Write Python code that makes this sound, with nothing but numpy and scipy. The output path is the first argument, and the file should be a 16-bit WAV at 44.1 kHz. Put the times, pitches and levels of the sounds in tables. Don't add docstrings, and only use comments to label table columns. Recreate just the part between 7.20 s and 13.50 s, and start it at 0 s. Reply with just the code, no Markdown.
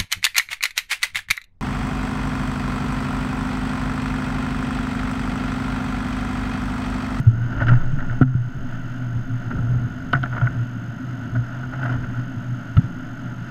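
import sys
import numpy as np
from scipy import signal
from scipy.fft import rfft, irfft
from scipy.io import wavfile
from scipy.ndimage import uniform_filter1d

SR = 44100
rng = np.random.default_rng(int(sys.argv[2]) if len(sys.argv) > 2 else 0)


def dump(signal):
    limited = np.clip(np.atleast_2d(signal).T, -1, 1)
    pcm = np.round(limited * 32767).astype(np.int16)
    wavfile.write(sys.argv[1], SR, pcm)


def invert_db(x):
    u = np.asarray(x, float) / 20
    return 10 ** u


N = 277830

# frequency in Hz, level in dB per Hz.
SHELL_COLOUR = [(40, -29), (170, -10), (330, -22.5), (450, -37.5), (1100, -38), (1900, -34.5),
                (2400, -45.5), (3500, -51.5), (4600, -53.5), (5900, -57.5), (7000, -57.5), (8200, -64.5),
                (11500, -69.5), (16000, -81.5)]
# centre in Hz, width in Hz, level in dB per Hz.
SHELL_RESONANCES = [(254.2, 36, -7.5), (611, 120, -28), (696.5, 58, -25), (847, 28, -28.5), (951, 160, -34),
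                    (1363, 180, -24), (1460.5, 195, -21.5), (1740, 120, -34), (2703, 87, -40),
                    (2948, 530, -39), (3484, 190, -47), (4130, 110, -53), (4990, 420, -50)]
# time in seconds,
# peak in dB.
TWIG_SNAPS = [(0.0012, -31), (.41, -61.5), (.49, -51.5), (1.0121, -49.5), (2.9292, -40.5), (3.032, -49),
              (3.9888, -55), (4.4194, -55), (4.62, -58), (4.642, -40.5), (4.667, -51), (4.6915, -51),
              (4.727, -47)]
# time in seconds, level in dB, T60 in seconds.
MOUNT_JOLTS = [
    (.1, -30, 1.5),
    (.28, -31, .7),
    (.52, -15, 2.6),
    (1.42, -26.5, 2.2),
    (2.0, -31, 2.7),
    (2.88, -38.5, 2.5),
    (4.28, -43, 1.0),
    (4.77, -36, 3.0),
    (5.72, -39, 3.0),
]
# start in seconds, length in seconds, level in dB.
SEAT_SHUFFLES = [(0.026, 0.33, -32.5), (0.31, 0.27, -24.5), (.55, 0.49, -32.5), (1.0, .06, -23),
                 (1.349, 0.13, -32), (1.92, 0.17, -33.5), (2.319, .15, -23.5), (2.456, 0.25, -27),
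                 (2.65, 0.84, -37), (3.186, 0.23, -34.5), (4.1, 0.17, -33), (4.42, .16, -38),
                 (4.68, .3, -32), (5.538, 0.18, -39)]
# start in seconds, length in seconds, level in dB, pitch in Hz.
WEIGHT_SHIFTS = [(-.03, 0.052, -16, 131.6), (0.037, 0.19, -23, 116.7), (0.103, 0.26, -24, 118.7),
                 (0.397, 0.095, -20, 113.6), (0.469, 0.12, -12, 121), (0.632, 0.078, -23, 124.6),
                 (0.696, 0.14, -27, 129.3), (0.878, 0.12, -22.5, 118.8), (1.104, 0.19, -18.5, 121.7),
                 (1.369, 0.39, -30.5, 119.5), (1.699, .35, -28, 120.5), (2.089, 0.12, -26.5, 120),
                 (2.254, 0.063, -27.5, 119.4), (2.343, 0.29, -22, 118.6), (2.587, 0.093, -25.5, 118.6),
                 (2.908, .16, -20.5, 122.1), (3.053, 0.15, -25, 125.5), (3.219, 0.053, -10.5, 119.2),
                 (3.343, 0.11, -23, 116.1), (3.454, .33, -32, 118.4), (3.797, 0.29, -30.5, 120),
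                 (4.114, 0.15, -24, 116), (4.262, .28, -31.5, 127.3), (4.529, 0.18, -25, 127.8),
                 (4.684, 0.13, -25, 124), (4.797, 0.19, -28, 118.1), (4.936, 0.13, -23.5, 121.6),
                 (5.257, 0.14, -26, 124), (5.466, 0.21, -33, 115.2), (5.994, 0.27, -32.5, 120.3)]
# start in seconds, length in seconds, level in dB, brightness in dB.
DECK_STROKES = [(0.166, 0.45, -36, -7.5), (0.396, 0.048, -24, -14), (.466, 0.041, -29.5, -3.5),
                (0.498, 0.045, -28.5, -15), (0.522, 0.17, -39, -8.5), (0.783, 0.089, -34, -12),
                (.89, .11, -41, -13), (2.19, 0.13, -45, -6), (2.303, 0.031, -30.5, -10.5),
                (2.329, .4, -46.5, -7.5), (2.931, 0.057, -29, -10), (3.021, 0.065, -34.5, -14),
                (3.121, 0.14, -32.5, -17), (3.254, 0.028, -30.5, -15), (3.284, 0.12, -46.5, -12),
                (4.148, 0.023, -30.5, -8), (4.16, 0.41, -42.5, -2.5), (4.524, .04, -31.5, -12),
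                (4.56, 0.055, -41, -2), (4.594, 0.19, -29, -9), (4.83, 0.026, -34.5, -25),
                (4.874, 0.15, -40.5, -12)]
# time in seconds,
# peak in dB, depth in dB, hardness in dB.
HULL_KNOCKS = [(.403, -16.5, -10.5, -18.5), (.424, -20.5, -5, -15.5), (.469, -17, -18.5, -10),
               (.484, -10, -12, -15), (0.492, -11, -17.5, -12), (.788, -23.5, -21, -23),
               (.804, -20, -17, -16.5), (.897, -22.5, -18, -22), (.911, -23.5, -20, -13),
               (1.0128, -23.5, 8.5, -10), (1.019, -16.5, 0, -18), (1.0281, -11, -4, -16),
               (1.078, -28, -14, -16), (1.142, -32.5, 5.5, -29), (2.312, -35, 10.5, -15),
               (2.353, -28, -7, -23), (2.386, -35.5, 11, -21), (2.47, -38.5, 7.5, -16),
               (2.9312, -14, 1.5, -1.5), (2.9345, -11.5, 7, -9), (2.95, -13, -5, -33),
                 (3.032, -19, -5, -4.5), (3.037, -17, 7, -13), (3.059, -19, -12, -27),
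                 (3.126, -23, -6, -30), (3.1674, -23.5, 4, -16), (3.18, -19, 0, -23), (3.191, -36, -9, -19),
                 (3.214, -19.5, 3.5, -13), (3.2712, -13, -9, -27), (4.151, -28, -1, -18),
                 (4.365, -35, -30, -23), (4.433, -29, 4.5, -13), (4.533, -28, -10, -16),
                 (4.63, -16, -18, -15), (4.728, -32, -7, -3), (4.838, -28, -14, -7), (4.899, -28, -16, -23),
                 (5.569, -20.5, 0, -3.5), (5.574, -25, 5.5, -6)]
# lower edge in Hz, upper edge in Hz.
KNOCK_BANDS = [
    (1150, 2200),
    (330, 1150),
    (2200, 3900),
    (3900, 6100),
]
# time in seconds, peak in dB, pitch in Hz, swell in seconds, T60 in seconds.
HULL_THUMPS = [(.062, 1.5, 111.7, 0.021, 0.097), (0.511, -3.5, 126.6, 0.014, 0.063),
               (.72, -12.5, 137.3, 0.022, 0.083), (1.012, -2.5, 254, 0.0018, 0.18),
               (1.016, 1, 130, 0.0042, 0.26), (1.014, -19.5, 704, 0.0061, 0.084),
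               (1.035, -7, 123.4, 0.0094, 0.34), (1.1496, -2.5, 122.3, 0.004, 0.096),
               (2.944, -12, 129.2, 0.0099, 0.29), (3.217, -10, 122.5, 0.016, 0.26),
               (5.15, -24, 113.8, 0.036, 0.18), (5.566, -3.5, 87, 0.0056, 0.024),
               (5.571, -1, 120.7, 0.016, 0.055), (5.589, -8, 188, 0.0081, 0.023),
               (5.631, -17.5, 119.9, 0.016, 0.16)]
# time in seconds, depth in dB, recovery in seconds.
LIMITER_DUCKS = [
    (.075, -1.5, .15),
    (1.022, -6, .26),
]


def unit(x):
    return x / np.sqrt(np.mean(x ** 2) + 1e-20)


def band(x, low_hz, high_hz, order=2):
    return signal.sosfilt(signal.butter(order, [low_hz, high_hz], "band", fs=SR, output="sos"), x)


def drift(rate_hz):
    pole = np.exp(-2 * np.pi * rate_hz / SR)
    wander = signal.lfilter([1], [1, -2 * pole, pole * pole], rng.standard_normal(N + SR))
    return unit(wander[SR:])


def swell(start, length, lean, round_top):
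    out = np.zeros(N)
    i = np.arange(max(int(start * SR) + 1, 0), min(int((start + length) * SR), N))
    progress = (i / SR - start) / length
    out[i] = np.abs(np.sin(np.pi * progress ** lean)) ** round_top
    return out


def shell(x, passes=1, size=16384):
    hz = np.maximum(np.arange(size // 2 + 1) * SR / size, 1)
    points = np.array(SHELL_COLOUR)
    power = invert_db(np.interp(np.log(hz), np.log(points[:, 0]), points[:, 1])) ** 2
    for centre_hz, width_hz, db in SHELL_RESONANCES:
        power = power + invert_db(db) ** 2 / (1 + (2 * (hz - centre_hz) / width_hz) ** 2) ** 2
    cepstrum = irfft(passes * np.log(power) / 2)
    cepstrum[1:size // 2] *= 2
    cepstrum[size // 2 + 1:] = 0
    response = irfft(np.exp(rfft(cepstrum)))[:size // 2]
    return signal.fftconvolve(x, response / np.sqrt(np.sum(response ** 2)))[:N]


def whine():
    t = np.arange(N) / SR
    turns = t * 47.952
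    part = turns % 1
    gate = uniform_filter1d(1. * ((part > .365) & (part < .775)), size=30)
    jitter = .9 * rng.standard_normal(int(turns[-1]) + 1)
    phase = 2 * np.pi * 6449.5 * t + jitter[turns.astype(int)]
    tones = invert_db(-59) * np.sin(phase) + invert_db(-71) * np.sin(2 * phase)
    hiss = invert_db(-84.5) * rng.standard_normal(N)
    return np.sqrt(2) * gate * tones + hiss


def roar():
    white = rng.standard_normal(N)
    low = signal.sosfilt(signal.butter(1, 450, fs=SR, output="sos"), white)
    low_surge = invert_db(.8 * drift(3.0)) * low
    high_surge = invert_db(.6 * drift(6.0)) * (white - low)
    return invert_db(-33) * shell(low_surge + high_surge)


def twigs():
    clicks = np.zeros(N)
    rows = np.array(TWIG_SNAPS)
    clicks[np.round(rows[:, 0] * SR).astype(int)] = invert_db(rows[:, 1] + 10.0)
    return band(clicks + 1e-18, 4500, 14000, order=1)


def sway():
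    t = np.arange(N) / SR
    mount_hz, rise_s, swing_rest_db, seat_rest_db = 14, .12, -48.5, -54.5
    swings = []
    for s, db, t60 in MOUNT_JOLTS:
        rise = np.clip(1 + (t - s) / rise_s, 0, 1) ** 2
        swings.append(invert_db(db - 60 * np.maximum(t - s, 0) / t60) * rise)
    swing = invert_db(swing_rest_db) + np.max(swings, axis=0)
    seat = invert_db(seat_rest_db)
    for s, length, db in SEAT_SHUFFLES:
        seat = seat + invert_db(db) * swell(s, length, lean=0.65, round_top=0.75)
    slow = np.sqrt(2) * np.sin(2 * np.pi * np.cumsum(mount_hz + .4 * drift(2.0)) / SR)
    lumps = unit(band(rng.standard_normal(N + SR), 26, 140)[SR:])
    return swing * slow + seat * lumps


def boom():
    power = invert_db(-39) ** 2
    for s, length, db, _ in WEIGHT_SHIFTS:
        power = power + (invert_db(db) * swell(s, length, lean=1.0, round_top=0.61)) ** 2
    start, length, _, hz = np.transpose(WEIGHT_SHIFTS)
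    pitch = np.interp(np.arange(N) / SR, start + length / 2, hz)
    wander_hz, wander_db = 3.0 * drift(20.0), 2.6 * drift(14.0)
    phase = 2 * np.pi * np.cumsum(pitch + wander_hz) / SR
    return np.sqrt(2 * power) * invert_db(1.5 + wander_db) * np.sin(phase)


def rubbing():
    level, bright = np.zeros((2, N))
    for s, length, db, bright_db in DECK_STROKES:
        press = invert_db(db + 1.5) * swell(s, length, lean=0.9, round_top=0.57)
        level = level + press
        bright = bright + invert_db(bright_db) * press
    present = rng.random(N) < 5000 / SR
    size = invert_db(1.9 * np.minimum(rng.exponential(1, N), 5))
    grains = present * size * rng.choice([-1, 1], N)
    body = shell(grains * invert_db(3.06 * drift(44.0)))
    middle = band(body, 450, 2340)
    scale = np.sqrt(np.mean(middle ** 2))
    dull = middle + invert_db(-18) * band(body, 260, 600)
    return (level * dull + bright * band(body, 1500, 6100)) / scale


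def knocks():
    contact_t60_s, bright_t60_s = .024, 0.092
    edge_below_db = -17.5
    length, rows = SR // 8, HULL_KNOCKS
    t = np.arange(length) / SR
    out, noise = np.zeros(N + SR), rng.standard_normal((len(rows), length))
    click = shell(np.r_[1., np.zeros(length)], passes=1.43)
    for (s, db, low_db, hard_db), burst in zip(rows, noise):
        contact = burst * (1 - np.exp(-t / 0.001)) * invert_db(-60 * t / contact_t60_s)
        hit = signal.fftconvolve(np.diff(contact, 2), click)[:length]
        parts = [band(hit, *edges, order=4) for edges in KNOCK_BANDS]
        middle, low, upper, edge = [p / np.abs(p).max() for p in parts]
        bright = invert_db(hard_db - 1.5 - 60 * t / bright_t60_s) * (upper + invert_db(edge_below_db) * edge)
        i = round((s - .002) * SR)
        out[i:i + length] += invert_db(db - 3.0) * (middle + invert_db(low_db) * low + bright)
    return out[:N]


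def thumps():
    out, override = np.zeros((2, N + SR))
    t = np.arange(SR // 2) / SR
    for s, db, hz, swell_s, t60 in HULL_THUMPS:
        rise = np.sin(np.pi / 2 * np.minimum(t / swell_s, 1)) ** 2
        shape = rise * invert_db(-60 * np.maximum(t - swell_s, 0) / t60)
        i = round(s * SR)
        span = slice(i, i + len(t))
        out[span] += invert_db(db) * shape * np.sin(2 * np.pi * hz * t)
        override[span] = np.maximum(override[span], np.sqrt(shape))
    return out[:N], override[:N]


def scene():
    water, hum, mount, drag = roar(), boom(), sway(), rubbing()
    blows, override = thumps()
    standing = hum * (1 - override)
    return (water + standing + blows + mount + drag + knocks() + twigs())[None]


def roll_off(x):
    return signal.sosfilt(signal.butter(12, 15138, fs=SR, output="sos"), x)


def record(dry):
    t = np.arange(N) / SR
    duck_db = np.zeros(N)
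    for s, db, recovery_s in LIMITER_DUCKS:
        duck_db += db * (t > s) * np.exp(-(np.maximum(t - s, 0) / recovery_s) ** 2)
    gain = invert_db(uniform_filter1d(duck_db, size=300))
    ducked = (dry + whine()) * gain
    rounded = 2.4 * np.tanh(ducked / 2.5)
    return roll_off(rounded)


dry = scene()
out = record(dry)
dump(out)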